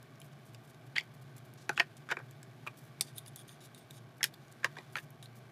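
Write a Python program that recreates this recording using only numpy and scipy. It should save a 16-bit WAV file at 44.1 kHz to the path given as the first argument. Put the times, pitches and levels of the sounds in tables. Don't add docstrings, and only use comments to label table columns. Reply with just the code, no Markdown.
import sys
import numpy as np
from scipy import signal
from scipy.fft import rfft, irfft
from scipy.io import wavfile

SR = 44100
rng = np.random.default_rng(int(sys.argv[2]) if len(sys.argv) > 2 else 0)


def materialize(psi):
    bounded = np.clip(np.atleast_2d(psi).T, -1, 1)
    quanta = np.round(bounded * 32767).astype(np.int16)
    wavfile.write(sys.argv[1], SR, quanta)


N = 242991

# pitch_hz [Hz], level_db [dB],
# t60_s [s to fall by 60 dB; ringing() uses 2 ms or more]
WALLS = [(1560, -25, 0.0041), (1901, -8.5, 0.023), (2300, 0.5, 0.0014), (2940, -3, 0.0075),
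         (3474, -2.5, 0.0086), (3830, -0.5, 0.0067), (4620, -4, 0.0084), (5750, 4, 0.0017),
         (6060, 0, 0.006), (6830, 5.5, 0.0019), (8080, 4.5, 0.0011), (9530, 3.5, 0.0018), (10080, 5, 0.003),
         (10920, 2, 0.0013), (12770, -3.5, 0.0035), (14100, -9.5, 0.0015)]

HISS_TOP_HZ = 15000
FIRM_MS = 0.025


def knocks():
    # start_s [s], peak_db [dB], bore_hz [Hz], bore_db [dB], part_hz (touched part) [Hz],
    # part_db [dB], overtone_db [dB], contact_ms [ms], wall_tilt [dB per octave], table_db (thud) [dB]
    knock_rows = [(0.2002, -44.5, 1590, -11, 8190, -9, -15, .03, 14, -27),
                  (.2152, -42.5, 2340, -1, 3080, 0, -9, 0.021, 5.5, -27),
                  (0.5456, -41.5, 1610, -30, 4780, 1, -10, 0.024, 1, -29),
                  (0.9602, -27, 2300, 9, 2800, -3, -12, 0.022, -6, -31),
                  (0.9636, -22.5, 1770, 3, 3170, 10, -20, 0.023, -21, -26),
                  (0.9808, -15.5, 2110, 10, 2830, -14, 0.5, 0.021, -4, -37),
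                  (1.0077, -37.5, 2270, 3, 2700, -6, -1, 0.029, -0.5, -31),
                  (1.3796, -45, 2180, -7, 9900, 5, -15, 0.048, 15, -27),
                  (1.5364, -47.5, 1508, -6, 8840, -2, -15, .026, 16, -27),
                  (1.692, -18, 1390, 8.5, 2560, -1, -5, 0.093, 7.5, -21),
                  (1.699, -28.5, 1490, 14, 2600, -6, -15, 0.066, 4, -16.5),
                  (1.776, -18.5, 1430, -1, 2570, 9, -13, 0.061, 2, -29),
                  (1.7971, -13.5, 2190, 7, 3015, 5, 3, 0.035, 3, -16),
                  (1.8009, -13, 1294, 0.5, 2503, 8, -2.5, 0.045, -0.5, -20.5),
                  (1.8027, -21.5, 1800, 5.5, 2430, -18, -20, 0.057, -3.5, -18.5),
                  (2.112, -23, 1590, -2, 2400, 7.5, -14, 0.055, 5.5, -17),
                  (2.1211, -24.5, 1480, -1, 2400, 0, -14, 0.063, -24, -19),
                  (2.168, -27, 1450, 10, 2430, 3, -15, 0.079, 3, -14.5),
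                  (2.189, -43, 1560, -1, 2340, 2, -9, 0.042, 4, -27),
                  (2.3092, -46.5, 1520, -5, 7400, -5, -15, .027, 11, -27),
                  (2.4291, -39.5, 1570, 3, 8000, 12.5, -12, 0.016, 7, -27),
                  (2.6725, -28.5, 1630, 3, 2400, 13.5, -9, 0.057, -4, -29),
                  (3.0085, -10.5, 2100, 1.5, 4870, 17, 0, .025, 13, -29),
                  (3.0818, -46.5, 1500, 1, 3690, 3, -9, .03, -1, -33),
                  (3.1808, -26.5, 1710, -18, 3490, 22, -1, 0.0066, 18.5, -27),
                  (3.261, -41, 2160, -5, 2900, 1, 7, 0.027, 8, -27),
                  (3.359, -34, 1650, -10, 3800, 17, -3, 0.016, 15.5, -27),
                  (3.4915, -43, 1530, -8, 3630, 11, -6, 0.017, -1, -27),
                  (3.746, -41, 2330, 1, 3800, 11, -6, .027, 12, -29),
                  (3.9074, -38, 1670, -17, 3840, 2.5, -6, 0.022, 9, -28),
                  (4.2075, -34.5, 1720, 21, 2270, -7, -13, 0.046, 0, -30),
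                  (4.2292, -15, 1890, -1, 3280, -2, 7, 0.023, 5.5, -40),
                  (4.2398, -12, 1680, 4.5, 3210, 4, 9.5, 0.026, 9.5, -36),
                  (4.2451, -27, 1530, 1, 2490, 1, -7, 0.035, 7, -35),
                  (4.3393, -46.5, 1450, -8, 4430, 12, -9, 0.044, 0, -29),
                  (4.6438, -11.5, 1716, 7, 2700, -3, -1, 0.046, 5.5, -26.5),
                  (4.6493, -26, 1950, 7, 2590, -18, -5, 0.062, -5, -30),
                  (4.7664, -37.5, 1590, -2, 2550, -7, -9, 0.077, -12, -25),
                  (4.784, -35.5, 2100, -4, 2490, -5, -3.5, 0.04, -3.5, -16.5),
                  (4.9544, -22, 1330, 1.5, 2470, 0.5, -4.5, 0.037, -3, -29),
                  (4.9826, -30.5, 1920, 2, 2780, -6, -9, 0.015, -11, -33),
                  (5.1038, -47.5, 1600, -3, 9600, -2, -17, .027, 17, -31),
                  (5.226, -40, 1630, -3, 4000, 9, -9, .042, 12.5, -25),
                  (5.257, -42.5, 1490, -9, 4170, 21, -6, .021, 12.5, -27)]
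    # pitch_hz [Hz], level_db [dB], t60_s [s]
    table_modes = [(209, -8, 0.039), (363, 0, 0.047), (477, 5.5, 0.03), (605, 13, 0.0061), (700, 6, 0.033)]
    # pitch_hz [Hz], level_db [dB], t60_s [s]
    housing_modes = [(813, -4.5, 0.052), (1027, 3.5, 0.011), (1250, -3, 0.022)]
    rise_s, chatter_s, chatter_db = 0.0011, 0.0029, -15
    bore_t60_s, walls_db = 0.01, -6.5
    overtone_ratio = 1.663
    housing_db, heavy_db_per_octave = -21, 5.5

    out = np.zeros(N)
    rows = [*knock_rows, *ticks(count=9)]
    chatters = grains((len(rows), 600), 12000, 1.62)
    scatters = rng.standard_normal((len(rows), len(WALLS)))
    table = above(ringing(table_modes, 0), 170)
    housing = above(ringing(housing_modes, 0), 310)
    t = np.arange(600) / SR
    shape = amp(chatter_db) * np.minimum(t / rise_s, np.exp((rise_s - t) / chatter_s))
    for row, chatter, scatter in zip(rows, chatters, scatters):
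        start_s, peak_db, bore_hz, bore_db, part_hz, part_db, overtone_db, contact_ms, tilt, table_db = row
        force = chatter * shape
        force[round(rise_s * SR)] = 1
        bore = (bore_hz, bore_db, bore_t60_s)
        parts = [(part_hz, part_db), (overtone_ratio * part_hz, overtone_db)]
        body = fitting(bore, parts, walls_db, tilt, scatter)
        contact_octaves = np.log2(max(contact_ms, 0.005) / FIRM_MS)
        heavy = amp(housing_db + heavy_db_per_octave * contact_octaves)
        body = above(body, 0.94 * bore_hz) + heavy * housing + amp(table_db) * table
        sound = signal.fftconvolve(cushioned(force, contact_ms), body)
        add(out, amp(peak_db) * sound / np.abs(sound).max(), start_s)
    return out


def ticks(count):
    level_db, spread_db, tilt = -54, 2.5, 5.1
    faint_db = -25
    return [(when * N / SR, level_db + spread_db * (2 * loud - 1), 1450 + 800 * bore, -3,
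             2300 * 4 ** part, 0, faint_db, FIRM_MS, tilt, faint_db)
            for when, loud, bore, part in rng.random((count, 4))]


def slides():
    # start_s [s], length_s [s], level_db [dB], fade_db (change along the slide) [dB],
    # bore_hz [Hz], part_hz (touched part) [Hz], part_db [dB], contact_ms [ms], walls_db [dB]
    slide_rows = [(0.955, .03, -40.5, 11, 1680, 3170, 4.5, 0.028, -16),
                  (0.981, 0.03, -45, -12, 2120, 3360, 9, 0.03, -8),
                  (1.696, 0.056, -46.5, -27, 1450, 2380, -20, 0.061, -8),
                  (1.759, .027, -52.5, 13, 3300, 7000, -2, 0.021, -7),
                  (1.789, 0.015, -38, -2, 1680, 2620, -20, 0.07, -9),
                  (1.799, 0.014, -30, -49, 1860, 2880, -7, 0.072, -7.5),
                  (1.81, 0.034, -48.5, -10, 1530, 3120, -19, 0.052, -5),
                  (2.089, 0.028, -41, 2, 1620, 2460, -6, 0.056, -8),
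                  (2.111, 0.019, -32.5, -4, 1520, 2300, -3.5, 0.077, -8.5),
                  (2.169, 0.056, -52.5, -7, 1570, 2260, -18, 0.22, -15),
                  (2.666, 0.026, -44.5, -11, 1090, 2520, 2, 0.13, -1),
                  (3.01, 0.017, -43, -2, 4570, 9400, 25, .012, 6),
                  (3.027, 0.099, -63, 1, 4770, 9500, 5, 0.0051, 5),
                  (3.148, 0.049, -53, 29, 3660, 9750, 11.5, .0074, -15),
                  (3.26, 0.035, -56.5, 14, 3520, 10000, 20, .01, -10),
                  (3.359, 0.07, -58, 5, 3450, 9500, 8.5, .0069, -9),
                  (3.478, 0.089, -62.5, -13, 3500, 9300, 11, 0.0051, 2),
                  (3.606, 0.079, -62.5, -6, 3540, 6260, -8, 0.0076, 11),
                  (3.752, 0.098, -68.5, -1, 3620, 8800, 11, 0.015, -4),
                  (3.933, 0.058, -62.5, 9, 3780, 9350, -5, 0.009, -2),
                  (4.207, 0.017, -47.5, -10, 1650, 2400, -20, 0.23, -17),
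                  (4.243, 0.051, -47.5, -26, 1960, 3180, -13, 0.0073, 2),
                  (4.34, 0.0091, -58.5, -11, 3500, 4650, 3, 0.024, -21),
                  (4.629, 0.024, -42, 9, 1570, 2430, -6, .06, -11),
                  (4.646, .037, -38, -31, 1015, 1610, -9, 0.05, -6),
                  (4.769, 0.062, -54, -20, 1040, 1990, -1, 0.13, 7),
                  (4.966, 0.039, -42.5, -14.5, 1780, 2620, -15, 0.056, -6.5),
                  (5.23, 0.033, -60.5, -11, 3750, 9600, 2, 0.0049, -7)]
    uneven_db, tilt = 3, 2
    low_edge = 0.28

    out = np.zeros(N)
    slips = grains((len(slide_rows), 4000), 3500, 2.8)
    scatters = rng.standard_normal((len(slide_rows), len(WALLS) + 25))
    for row, slip, scatter in zip(slide_rows, slips, scatters):
        start_s, length_s, level_db, fade_db, bore_hz, part_hz, part_db, contact_ms, walls_db = row
        wobble, wall_scatter = scatter[:25], scatter[25:]
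        body = fitting((bore_hz, 0, 0.014), [(part_hz, part_db)], walls_db, tilt, wall_scatter)
        fade = amp(fade_db * np.minimum(np.arange(4000) / SR / length_s, 1))
        pushes = slip * fade * stroke(length_s, uneven_db * wobble)
        force = cushioned(pushes, contact_ms)
        sound = signal.fftconvolve(force, above(body, low_edge * bore_hz))
        add(out, at_level(sound, level_db, length_s), start_s)
    return out


def fitting(bore, parts, walls_db, tilt, scatter):
    ring_cycles = 28
    octaves = np.log2(np.array(WALLS)[:, 0] / 3000)
    walls = ringing(WALLS, walls_db + tilt * octaves + 2 * scatter)
    part_modes = [(hz, db, ring_cycles / hz) for hz, db in parts if hz < HISS_TOP_HZ]
    return walls + ringing([bore] + part_modes, 0)


def ringing(modes, gains_db):
    t = np.arange(SR // 12)[:, None] / SR
    hz, db, t60_s = np.transpose(modes)
    decay = amp(db + gains_db - 60 * t / np.maximum(t60_s, 0.002))
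    rings = decay * np.sin(2 * np.pi * hz * t)
    return rings @ (-1.) ** np.arange(len(hz))


def cushioned(force, contact_ms):
    r = np.exp(-1000 / SR / np.clip(contact_ms, 0.005, 1))
    return signal.lfilter([(1 - r) ** 2], [1, -2 * r, r * r], force)


def above(x, hz):
    return signal.sosfilt(signal.butter(3, hz, "high", fs=SR, output="sos"), x)


def gloves():
    return rustle() + brushes()


def rustle():
    # time_s [s], level_db [dB]
    rustle_level = [(0.0, -68), (3.64, -66.5), (4.14, -69), (4.8, -64.5), (5.16, -69), (5.51, -67)]
    # pitch_hz [Hz], level_db [dB per Hz]
    glove_colour = [(880, -30), (1500, 7.5), (2750, -1.5), (3430, 1), (3710, -1), (8500, -12.5),
                    (10100, -10.5), (15000, -14)]
    time_s, level_db = np.transpose(rustle_level)
    level = amp(np.interp(np.arange(N) / SR, time_s, level_db))
    return level * coloured(grains(N, 5000, 3.1), glove_colour)


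def brushes():
    # start_s [s], length_s [s], level_db [dB], centre_hz [Hz]
    brush_rows = [(0.028, 0.0039, -59, 11000), (0.227, .059, -69.5, 11000), (0.322, 0.017, -70, 4970),
                  (0.453, .058, -70, 8850), (0.675, 0.046, -69.5, 8900), (1.365, 0.032, -63.5, 10000),
                  (1.45, .019, -69.5, 10000), (1.576, 0.098, -67, 4700), (1.73, 0.025, -66, 5860),
                  (1.968, 0.016, -60.5, 5860), (2.664, 0.019, -61, 7000), (2.771, 0.034, -63, 11900),
                  (2.803, 0.092, -71.5, 10000), (3.172, .029, -69, 9800), (3.638, 0.032, -62.5, 10000),
                  (3.777, .021, -63, 9000), (4.336, 0.014, -62, 11100), (4.421, 0.0095, -73, 4370),
                  (4.514, 0.019, -62, 6800), (4.924, 0.1, -65.5, 10000), (4.965, 0.065, -66, 10000),
                  (5.021, .03, -67, 8000), (5.355, 0.05, -70.5, 9800)]
    uneven_db = 4
    octaves_per_khz = 0.18

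    out = np.zeros(N)
    rows = [*brush_rows, *touches(count=16)]
    hz = np.fft.rfftfreq(4000, 1 / SR) + 1
    fibres = grains((len(rows), 4000), 7000, 1.0)
    wobbles = rng.standard_normal((len(rows), 25))
    for (start_s, length_s, level_db, centre_hz), fibre, wobble in zip(rows, fibres, wobbles):
        width_octaves = octaves_per_khz * centre_hz / 1000
        colour = amp(-6 * (np.log2(hz / centre_hz) / width_octaves) ** 2) * (hz < HISS_TOP_HZ)
        sound = irfft(rfft(fibre) * colour) * stroke(length_s, uneven_db * wobble)
        add(out, at_level(sound, level_db, length_s), start_s)
    return out


def touches(count):
    length_s, level_db, centre_hz = 0.02, -70, 8500
    return [(when * N / SR, length_s * (0.5 + long), level_db + 6 * (loud - 0.5),
             centre_hz * 2 ** (pitch - 0.5))
            for when, long, loud, pitch in rng.random((count, 4))]


def stroke(length_s, wobble_db):
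    t = np.arange(4000) / SR
    pressure = np.interp(t / length_s, [0, 0.2, 0.6, 1], [0.92, 0.69, 1.0, 0.011])
    return pressure * amp(np.interp(t / 0.00372, np.arange(25), wobble_db))


def grains(shape, per_s, spread_db):
    sizes = amp(spread_db * np.minimum(rng.exponential(1, shape), 4)) * rng.choice([-1, 1], shape)
    return sizes * (rng.random(shape) < per_s / SR)


def room(x):
    t60_s, first_echo_s, wall_cut_hz = 0.085, 0.0083, 9800
    t = np.arange(SR // 3) / SR
    build_up = np.clip(t / first_echo_s, 0, 1) ** 2
    tail = rng.standard_normal(len(t)) * amp(-60 * t / t60_s) * build_up
    tail = signal.sosfilt(signal.butter(1, wall_cut_hz, fs=SR, output="sos"), tail)
    return signal.fftconvolve(x, tail / np.sqrt(np.sum(tail ** 2)))[:N]


def hum():
    # pitch_hz [Hz], width_hz [Hz], level_db [dB rms]
    hum_modes = [(118.8, 7.3, -61), (140.8, 15.8, -58.5), (216.6, 58.5, -66.5), (368, 27, -74.5),
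                 (440, 37, -81), (655.4, 104, -69), (801, 145, -72), (1129, 140, -71), (1568, 66, -76.5),
                 (2290, 170, -76.5), (2990, 150, -86.5)]
    out = np.zeros(N)
    for hz, width_hz, level_db in hum_modes:
        r = np.exp(-np.pi * width_hz * 1.5 / SR)
        section = [1, 0, -1, 1, -2 * r * np.cos(2 * np.pi * hz / SR), r * r]
        noise = rng.standard_normal(N + SR)
        band = signal.sosfilt([section, section], noise)[SR:]
        out += amp(level_db) * rms_one(band)
    return out


def room_noise():
    # pitch_hz [Hz], level_db [dB per Hz]
    air_colour = [(18, -53), (30, -30), (136, 5), (195, -6.5), (374, 1), (511, -9), (680, -6.5), (953, -28),
                  (1520, -11), (1920, -42), (2250, -23), (15000, -69)]
    return amp(-63) * coloured(rng.standard_normal(N), air_colour)


def coloured(x, points):
    hz = np.fft.rfftfreq(N, 1 / SR) + 1
    hz_at, db_at = np.transpose(points)
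    gain = amp(np.interp(np.log(hz), np.log(hz_at), db_at)) * (hz < HISS_TOP_HZ)
    return rms_one(irfft(rfft(x) * gain, N))


def amp(db):
    return 10 ** (np.asarray(db) / 20)


def rms_one(x):
    return x / np.sqrt(np.mean(x ** 2) + 1e-24)


def at_level(sound, level_db, length_s):
    return amp(level_db) * sound / np.sqrt(np.sum(sound ** 2) / (length_s * SR) + 1e-24)


def add(out, x, start_s):
    i = round(start_s * SR)
    out[i:i + len(x)] += x[:N - i]


def scene():
    work = knocks() + slides()
    echoes = amp(-18.5) * room(work)
    return (work + echoes + gloves() + hum() + room_noise())[None]


def record(dry):
    return signal.sosfilt(signal.cheby2(14, 70, 16600, fs=SR, output="sos"), dry)


dry = scene()
out = record(dry)
materialize(out)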